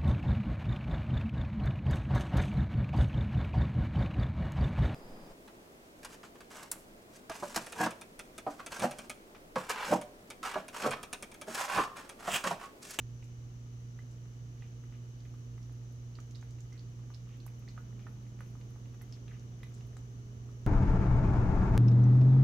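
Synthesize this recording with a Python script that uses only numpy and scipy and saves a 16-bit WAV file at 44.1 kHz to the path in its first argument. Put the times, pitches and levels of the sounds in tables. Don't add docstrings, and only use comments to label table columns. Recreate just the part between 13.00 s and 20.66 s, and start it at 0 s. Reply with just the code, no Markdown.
import sys
import numpy as np
from scipy import signal
from scipy.fft import rfft, irfft, next_fast_len
from scipy.io import wavfile
from scipy.ndimage import uniform_filter1d

SR = 44100
rng = np.random.default_rng(int(sys.argv[2]) if len(sys.argv) > 2 else 0)


def transcribe(u):
    v = np.clip(np.atleast_2d(u).T, -1, 1)
    q = np.round(v * 32767).astype(np.int16)
    wavfile.write(sys.argv[1], SR, q)


N = 337982
T = np.arange(N) / SR
TOP_HZ = 15750
MOTOR_START_S, MOTOR_RISE_S = 4.3, 0.51


def undb(db):
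    return 10 ** (np.asarray(db) / 20)


def ramp(start_s, length_s):
    return np.clip((T - start_s) / length_s, 0, 1)


def drift(rate_hz):
    hold = int(SR / rate_hz)
    steps = np.repeat(rng.standard_normal(N // hold + 1), hold)
    curve = uniform_filter1d(uniform_filter1d(steps, hold), hold)[:N]
    return curve / curve.std()


def over_log_hz(table, hz, column=1):
    rows = np.array(table)
    return np.interp(np.log(hz + 1), np.log(rows[:, 0]), rows[:, column])


def band_noise(samples, lo_hz, hi_hz):
    sos = signal.butter(2, [lo_hz, min(hi_hz, SR / 2 - 1000)], "band", fs=SR, output="sos")
    return signal.sosfilt(sos, rng.standard_normal(samples))


def add(out, at_s, sound, pan_db):
    start = int(np.clip(at_s * SR, 0, N - 1))
    sides = undb(np.array([[pan_db], [-pan_db]]) / 2)
    out[:, start:start + len(sound)] += sides / np.sqrt(np.mean(sides ** 2)) * sound[:N - start]


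# f/Hz, correlation
AIR_CORRELATION = [(20, 1), (150, 0.92), (260, 1), (500, 0.53), (1000, -0.37), (2000, -0.24), (6000, 0.14),
                   (15000, -0.29)]
# f/Hz, width/Hz, left gain/dB, right gain/dB
AIR_RESONANCES = [(177.3, 11.5, 13, 10), (399.5, 8.7, -9, 6.5), (1194, 310, 3.5, 2.5), (2997, 175, 7, 5.5),
                  (6120, 980, 11, 7.5)]
# f/Hz, left level/dB, right level/dB
AIR_SPECTRUM = [(16.5, -91, -102.5), (47.3, -81.5, -80.5), (89.5, -82.5, -78), (141.3, -79, -73.5),
                (173, -89, -86.5), (263, -87, -82), (337, -90, -88), (539, -99, -93.5), (990, -102, -100),
                (3450, -107, -108), (7600, -109, -112), (8600, -118, -123), (9350, -122, -122),
                (10470, -117, -116), (16700, -123, -122)]
def air(rumble_hz=85, rush_hz=1100):
    size = next_fast_len(N, True)
    hz = np.arange(size // 2 + 1) * SR / size
    correlation = over_log_hz(AIR_CORRELATION, hz)
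    white = rfft(rng.standard_normal((2, size))) * np.sqrt(SR) / 2
    mid, side = white * np.sqrt([1 + correlation, 1 - correlation])
    db = np.array([over_log_hz(AIR_SPECTRUM, hz, column) for column in (1, 2)])
    for centre_hz, width_hz, left_db, right_db in AIR_RESONANCES:
        bell = 2 ** -(2 * (hz - centre_hz) / width_hz) ** 2
        db += np.array([[left_db], [right_db]]) * bell
    spectrum = np.array([mid + side, mid - side]) * undb(db)
    low, low_mid = (1 / (1 + (hz / edge_hz) ** 4) for edge_hz in (rumble_hz, rush_hz))
    shares = low, low_mid - low, 1 - low_mid
    rumble, rush, hiss = (irfft(spectrum * share, size)[:, :N] for share in shares)
    rumble *= undb(4.5 + 1.6 * drift(1.55))
    rush *= undb(-0.67 + 2 * ramp(MOTOR_START_S, MOTOR_RISE_S))
    return rumble + rush + hiss


# f/Hz, left level/dB, right level/dB
HUM_TONES = [(43, -66.5, -63.5), (58.26, -59.5, -56), (119.4, -43.5, -41.5), (240.3, -68.5, -60.5),
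             (362.4, -77, -66.5), (467.2, -72, -72)]
def hum(waver_db=0.35):
    out = np.zeros((2, N))
    for hz, left_db, right_db in HUM_TONES:
        tone = np.sin(2 * np.pi * (hz * T + rng.random()))
        out += undb([[left_db], [right_db]]) * tone * undb(waver_db * drift(3.08))
    return out


def motor(shaft_hz=204.4, base_db=-63, surge_db=10, settle_s=0.78, octave_db_per_s=4):
    phase = 2 * np.pi * np.cumsum(shaft_hz + 0.7 * drift(5)) / SR
    running_s = np.maximum(T - MOTOR_START_S, 0)
    shaft = undb(surge_db * np.exp(-running_s / settle_s)) * np.sin(phase)
    octave = undb(-15.5 + octave_db_per_s * running_s) * np.sin(2 * phase)
    gain = ramp(MOTOR_START_S, MOTOR_RISE_S) * undb(base_db + 1.2 * drift(2.96))
    return undb([[-1.5], [1.5]]) * gain * (shaft + octave)


# f/Hz, t60/s
ROOM_DECAY = [(700, 0.19), (1500, 0.17), (3000, 0.42), (6000, 0.18), (12000, 0.052)]
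def echoes(water, bowl_db=-9, bowl_t60_s=0.18, room_db=-8):
    t = T[:SR // 2]
    out = []
    for channel in water:
        taps = rng.standard_normal(len(t)) * (rng.random(len(t)) < 0.12)
        taps *= undb(-60 * t / bowl_t60_s) * (t > 0.0012)
        tail = sum(band_noise(len(t), hz / np.sqrt(2), hz * np.sqrt(2)) * undb(-60 * t / t60_s)
                   for hz, t60_s in ROOM_DECAY)
        tail *= t > 0.005
        near = signal.oaconvolve(channel, undb(bowl_db) * taps / np.linalg.norm(taps))
        far = signal.oaconvolve(water.mean(axis=0), undb(room_db) * tail / np.linalg.norm(tail))
        out.append((near + far)[:N])
    return np.array(out)


# f/Hz, t60/s, gain/dB
BOWL_MODES = [(1259, 0.074, 4.5), (1450, 0.42, -9.5), (1850, 0.24, -14), (2025, 0.095, 7.5),
              (2760, 0.23, -15), (10800, 0.13, 10), (11800, 0.12, 3)]
def bowl(water):
    t = T[:SR // 2]
    response = np.zeros((2, len(t)))
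    for hz, t60_s, db in BOWL_MODES:
        decay_per_s = np.log(1000) / t60_s
        envelope = undb(db) * 2 * decay_per_s / SR * np.exp(-decay_per_s * t)
        response += envelope * np.sin(2 * np.pi * (hz * t + rng.random((2, 1)) / 2))
    return signal.oaconvolve(water, response, axes=1)[:, :N]


def plip(hz, tau_cycles, glide=0.0024):
    cycles = np.arange(int(12 * tau_cycles * SR / hz) + 2) * hz / SR
    age = cycles / tau_cycles
    envelope = (age / 2) ** 2 * np.exp(2 - age)
    return envelope * np.sin(2 * np.pi * (cycles - 2 * tau_cycles) * (1 + glide * (age - 2)))


def splash(lo_hz, hi_hz, rise_s, t60_s=0.05):
    t = T[:SR // 12]
    noise = band_noise(len(t), lo_hz, hi_hz)
    envelope = np.minimum(t / rise_s, 1) * undb(-60 * np.maximum(t - rise_s, 0) / t60_s)
    return envelope * noise / noise.std()


def fizz(count=50, below_db=27, follow=0.55, mean_life_s=0.056, centre_hz=11800):
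    out = np.zeros((2, N))
    hardest_db = max(row[1] for row in TONGUE_SMACKS)
    for at_s, db, *_ in TONGUE_SMACKS:
        foam_db = hardest_db - below_db + follow * (db - hardest_db)
        for wait, pitch, faintness, side in rng.random((count, 4)):
            life_s = -mean_life_s * np.log(1 - wait)
            bubble = plip(centre_hz * np.exp(0.22 * (2 * pitch - 1)), tau_cycles=1)
            add(out, at_s + life_s, undb(foam_db - 12 * faintness) * bubble, pan_db=6 * (2 * side - 1))
    return out


def spatter(count=340, top_db=-58, db_per_octave=-0.75, idle_db=-15):
    out = np.zeros((2, N))
    for when, pitch, ring, faintness, side in rng.random((count, 5)):
        octaves = 3.7 * pitch
        tick = plip(1000 * 2 ** octaves, tau_cycles=0.25 + ring / 2)
        db = top_db - 10 * faintness + db_per_octave * octaves
        add(out, when * N / SR, undb(db) * tick, pan_db=5 * (2 * side - 1))
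    drinking = ramp(start_s=2.6, length_s=1.9) - ramp(start_s=7.0, length_s=0.15)
    return out * undb(idle_db * (1 - drinking))


# t/s, length/s, mean bubble level/dB, centre f/Hz
SLOSH_CLUSTERS = [(0.247, .056, -76, 6600), (1.128, .03, -76, 7100), (1.629, 0.054, -70, 2520),
                  (1.944, 0.041, -73, 2510), (3.757, 0.047, -75, 2140), (4.322, 0.061, -69.5, 2600),
                  (4.696, 0.025, -67, 5040), (5.018, 0.059, -71.5, 2670), (5.474, .088, -72, 10500),
                  (6.142, .03, -69.5, 4760), (6.316, 0.052, -66.5, 2100), (6.773, .084, -68.5, 6460),
                  (6.804, .3, -79, 12000)]
def sloshes(count=70, pitch_scatter=0.244, range_db=6):
    out = np.zeros((2, N))
    for at_s, length_s, db, hz in SLOSH_CLUSTERS:
        for (when, pitch, side), size in zip(rng.standard_normal((count, 3)), rng.random(count) - 0.5):
            bubble = plip(min(hz * np.exp(pitch_scatter * pitch), TOP_HZ), tau_cycles=1.4)
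            add(out, at_s + when * length_s / 3, undb(db + range_db * size) * bubble, pan_db=4 * side)
    return out


# t/s, level/dB, start f/Hz, t60/s
TRAPPED_BUBBLES = [(.991, -62, 2040, 0.14), (1.624, -64, 2420, .1), (3.724, -58.5, 2040, 0.087),
                   (3.741, -64, 2090, 0.092), (4.78, -59, 1430, 0.16), (5.071, -56, 1780, .07),
                   (6.02, -65, 2050, 0.13), (6.137, -59, 4450, .07)]
def bubbles(glide_per_s=0.2):
    out = np.zeros((2, N))
    t = T[:SR // 4]
    for at_s, db, hz, t60_s in TRAPPED_BUBBLES:
        tone = np.sin(2 * np.pi * hz * t * (1 + glide_per_s * t))
        add(out, at_s, undb(db - 60 * t / t60_s) * tone, pan_db=-3)
    return out


# t/s, level/dB, f/Hz, pan/dB
SURFACE_POPS = [(.2423, -52, 7300, 13), (1.112, -56, 7200, 12), (2.204, -55, 4630, -7),
                (2.6295, -55, 5600, -4), (2.725, -59, 10450, -9), (2.9253, -60, 11730, -13),
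                (3.1537, -47.5, 4660, -5), (3.203, -49.5, 6700, -4), (3.31, -50.5, 6200, -6),
                (3.3497, -48.5, 3870, -9), (3.356, -45, 4770, -6), (3.4126, -51.5, 6240, -4),
                (3.508, -50, 7200, -6), (3.606, -48.5, 6650, -10), (3.7285, -50.5, 6030, -4),
                (3.778, -53, 4150, -12), (3.7938, -50, 4630, -4), (4.1397, -53, 4300, -9),
                (4.1458, -45.5, 5130, -11), (4.372, -61, 12500, -12), (4.4028, -52.5, 4230, -7),
                (4.465, -42, 11300, -14), (4.594, -57, 13400, -5), (4.6867, -48, 4380, -4),
                (5.4068, -53, 10400, 8), (5.705, -60, 11400, 0), (6.019, -47, 11900, 2),
                (6.125, -43, 5200, 5), (6.396, -52, 6170, 8), (6.634, -56, 10900, -6),
                (6.743, -50, 7360, 14), (6.75, -52, 7800, 12), (6.8705, -56.5, 14310, 11),
                (6.969, -47.5, 7500, 12)]
def pops(splash_db=-15, lead_s=0.003):
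    out = np.zeros((2, N))
    for at_s, db, hz, pan_db in SURFACE_POPS:
        tear = splash(hz / 2, hz * 1.22, rise_s=lead_s)
        add(out, at_s - lead_s, undb(db + splash_db) * tear, pan_db)
        add(out, at_s, undb(db) * plip(hz, tau_cycles=1.294), pan_db)
    return out


# t/s, level/dB, f/Hz, tau/cycles
TONGUE_SMACKS = [(.227, -50.5, 2260, 0.42), (.9896, -49, 1740, 0.66), (1.256, -56.5, 1650, 0.37),
                 (1.6228, -49, 2100, .55), (1.8384, -55, 1600, .3), (1.9247, -53.5, 1990, 0.32),
                 (2.253, -50.5, 2060, 0.22), (2.34, -52.5, 1160, 0.47), (2.5795, -54, 1700, 0.3),
                 (2.695, -55, 1050, .4), (3.1875, -45, 1320, 0.32), (3.427, -48, 1500, 0.22),
                 (3.586, -56, 2520, 0.72), (3.993, -59, 1100, .4), (4.1031, -48.5, 1050, 0.16),
                 (4.4646, -50, 1000, 0.41), (4.4791, -52.5, 2180, .6), (4.678, -49, 2040, 0.84),
                 (4.7772, -41.5, 1300, 0.68), (4.9937, -52, 2130, 0.32), (5.0678, -41.5, 1290, 0.35),
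                 (5.0697, -50, 1400, 0.52), (5.391, -53, 1990, 0.47), (5.4067, -41.5, 1390, .24),
                 (5.5525, -54, 1130, .4), (5.6127, -49, 2930, .3), (5.7601, -51.5, 880, 0.34),
                 (5.8576, -58, 2530, .8), (5.9443, -52, 1844, 0.3), (6.0136, -46.5, 2030, 0.31),
                 (6.281, -47.5, 2530, 0.33), (6.6328, -41, 2460, .25), (6.8085, -55, 2700, .9),
                 (6.968, -47, 1400, 0.37), (7.4904, -57, 1130, .5)]
def smacks(splash_db=-15, lead_s=0.00303, thud_hz=780, thud_db=-15, pan_db=-4.5):
    out = np.zeros((2, N))
    for at_s, db, hz, tau_cycles in TONGUE_SMACKS:
        thud = plip(thud_hz * np.exp(0.3 * rng.standard_normal()), tau_cycles=0.6)
        tear = splash(hz / 2.4, hz * 1.49, rise_s=lead_s)
        add(out, at_s - lead_s, undb(db + splash_db) * tear, pan_db)
        add(out, at_s, undb(db) * plip(hz, tau_cycles), pan_db)
        add(out, at_s, undb(db + thud_db) * thud, pan_db)
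    return out


def scene(low_cut_hz=350):
    low_cut = signal.butter(2, low_cut_hz, "high", fs=SR, output="sos")
    water = signal.sosfilt(low_cut, smacks() + pops() + spatter() + fizz() + sloshes())
    return water + bubbles() + bowl(water) + echoes(water) + hum() + motor() + air()


def record(dry, notch_hz=8750, width_hz=1400, depth=0.48):
    port_band = signal.lfilter(*signal.iirpeak(notch_hz, notch_hz / width_hz, fs=SR), dry)
    top_cut = signal.ellip(10, 0.1, 70, TOP_HZ, fs=SR, output="sos")
    return signal.sosfilt(top_cut, dry - depth * port_band)


dry = scene()
out = record(dry)
transcribe(out)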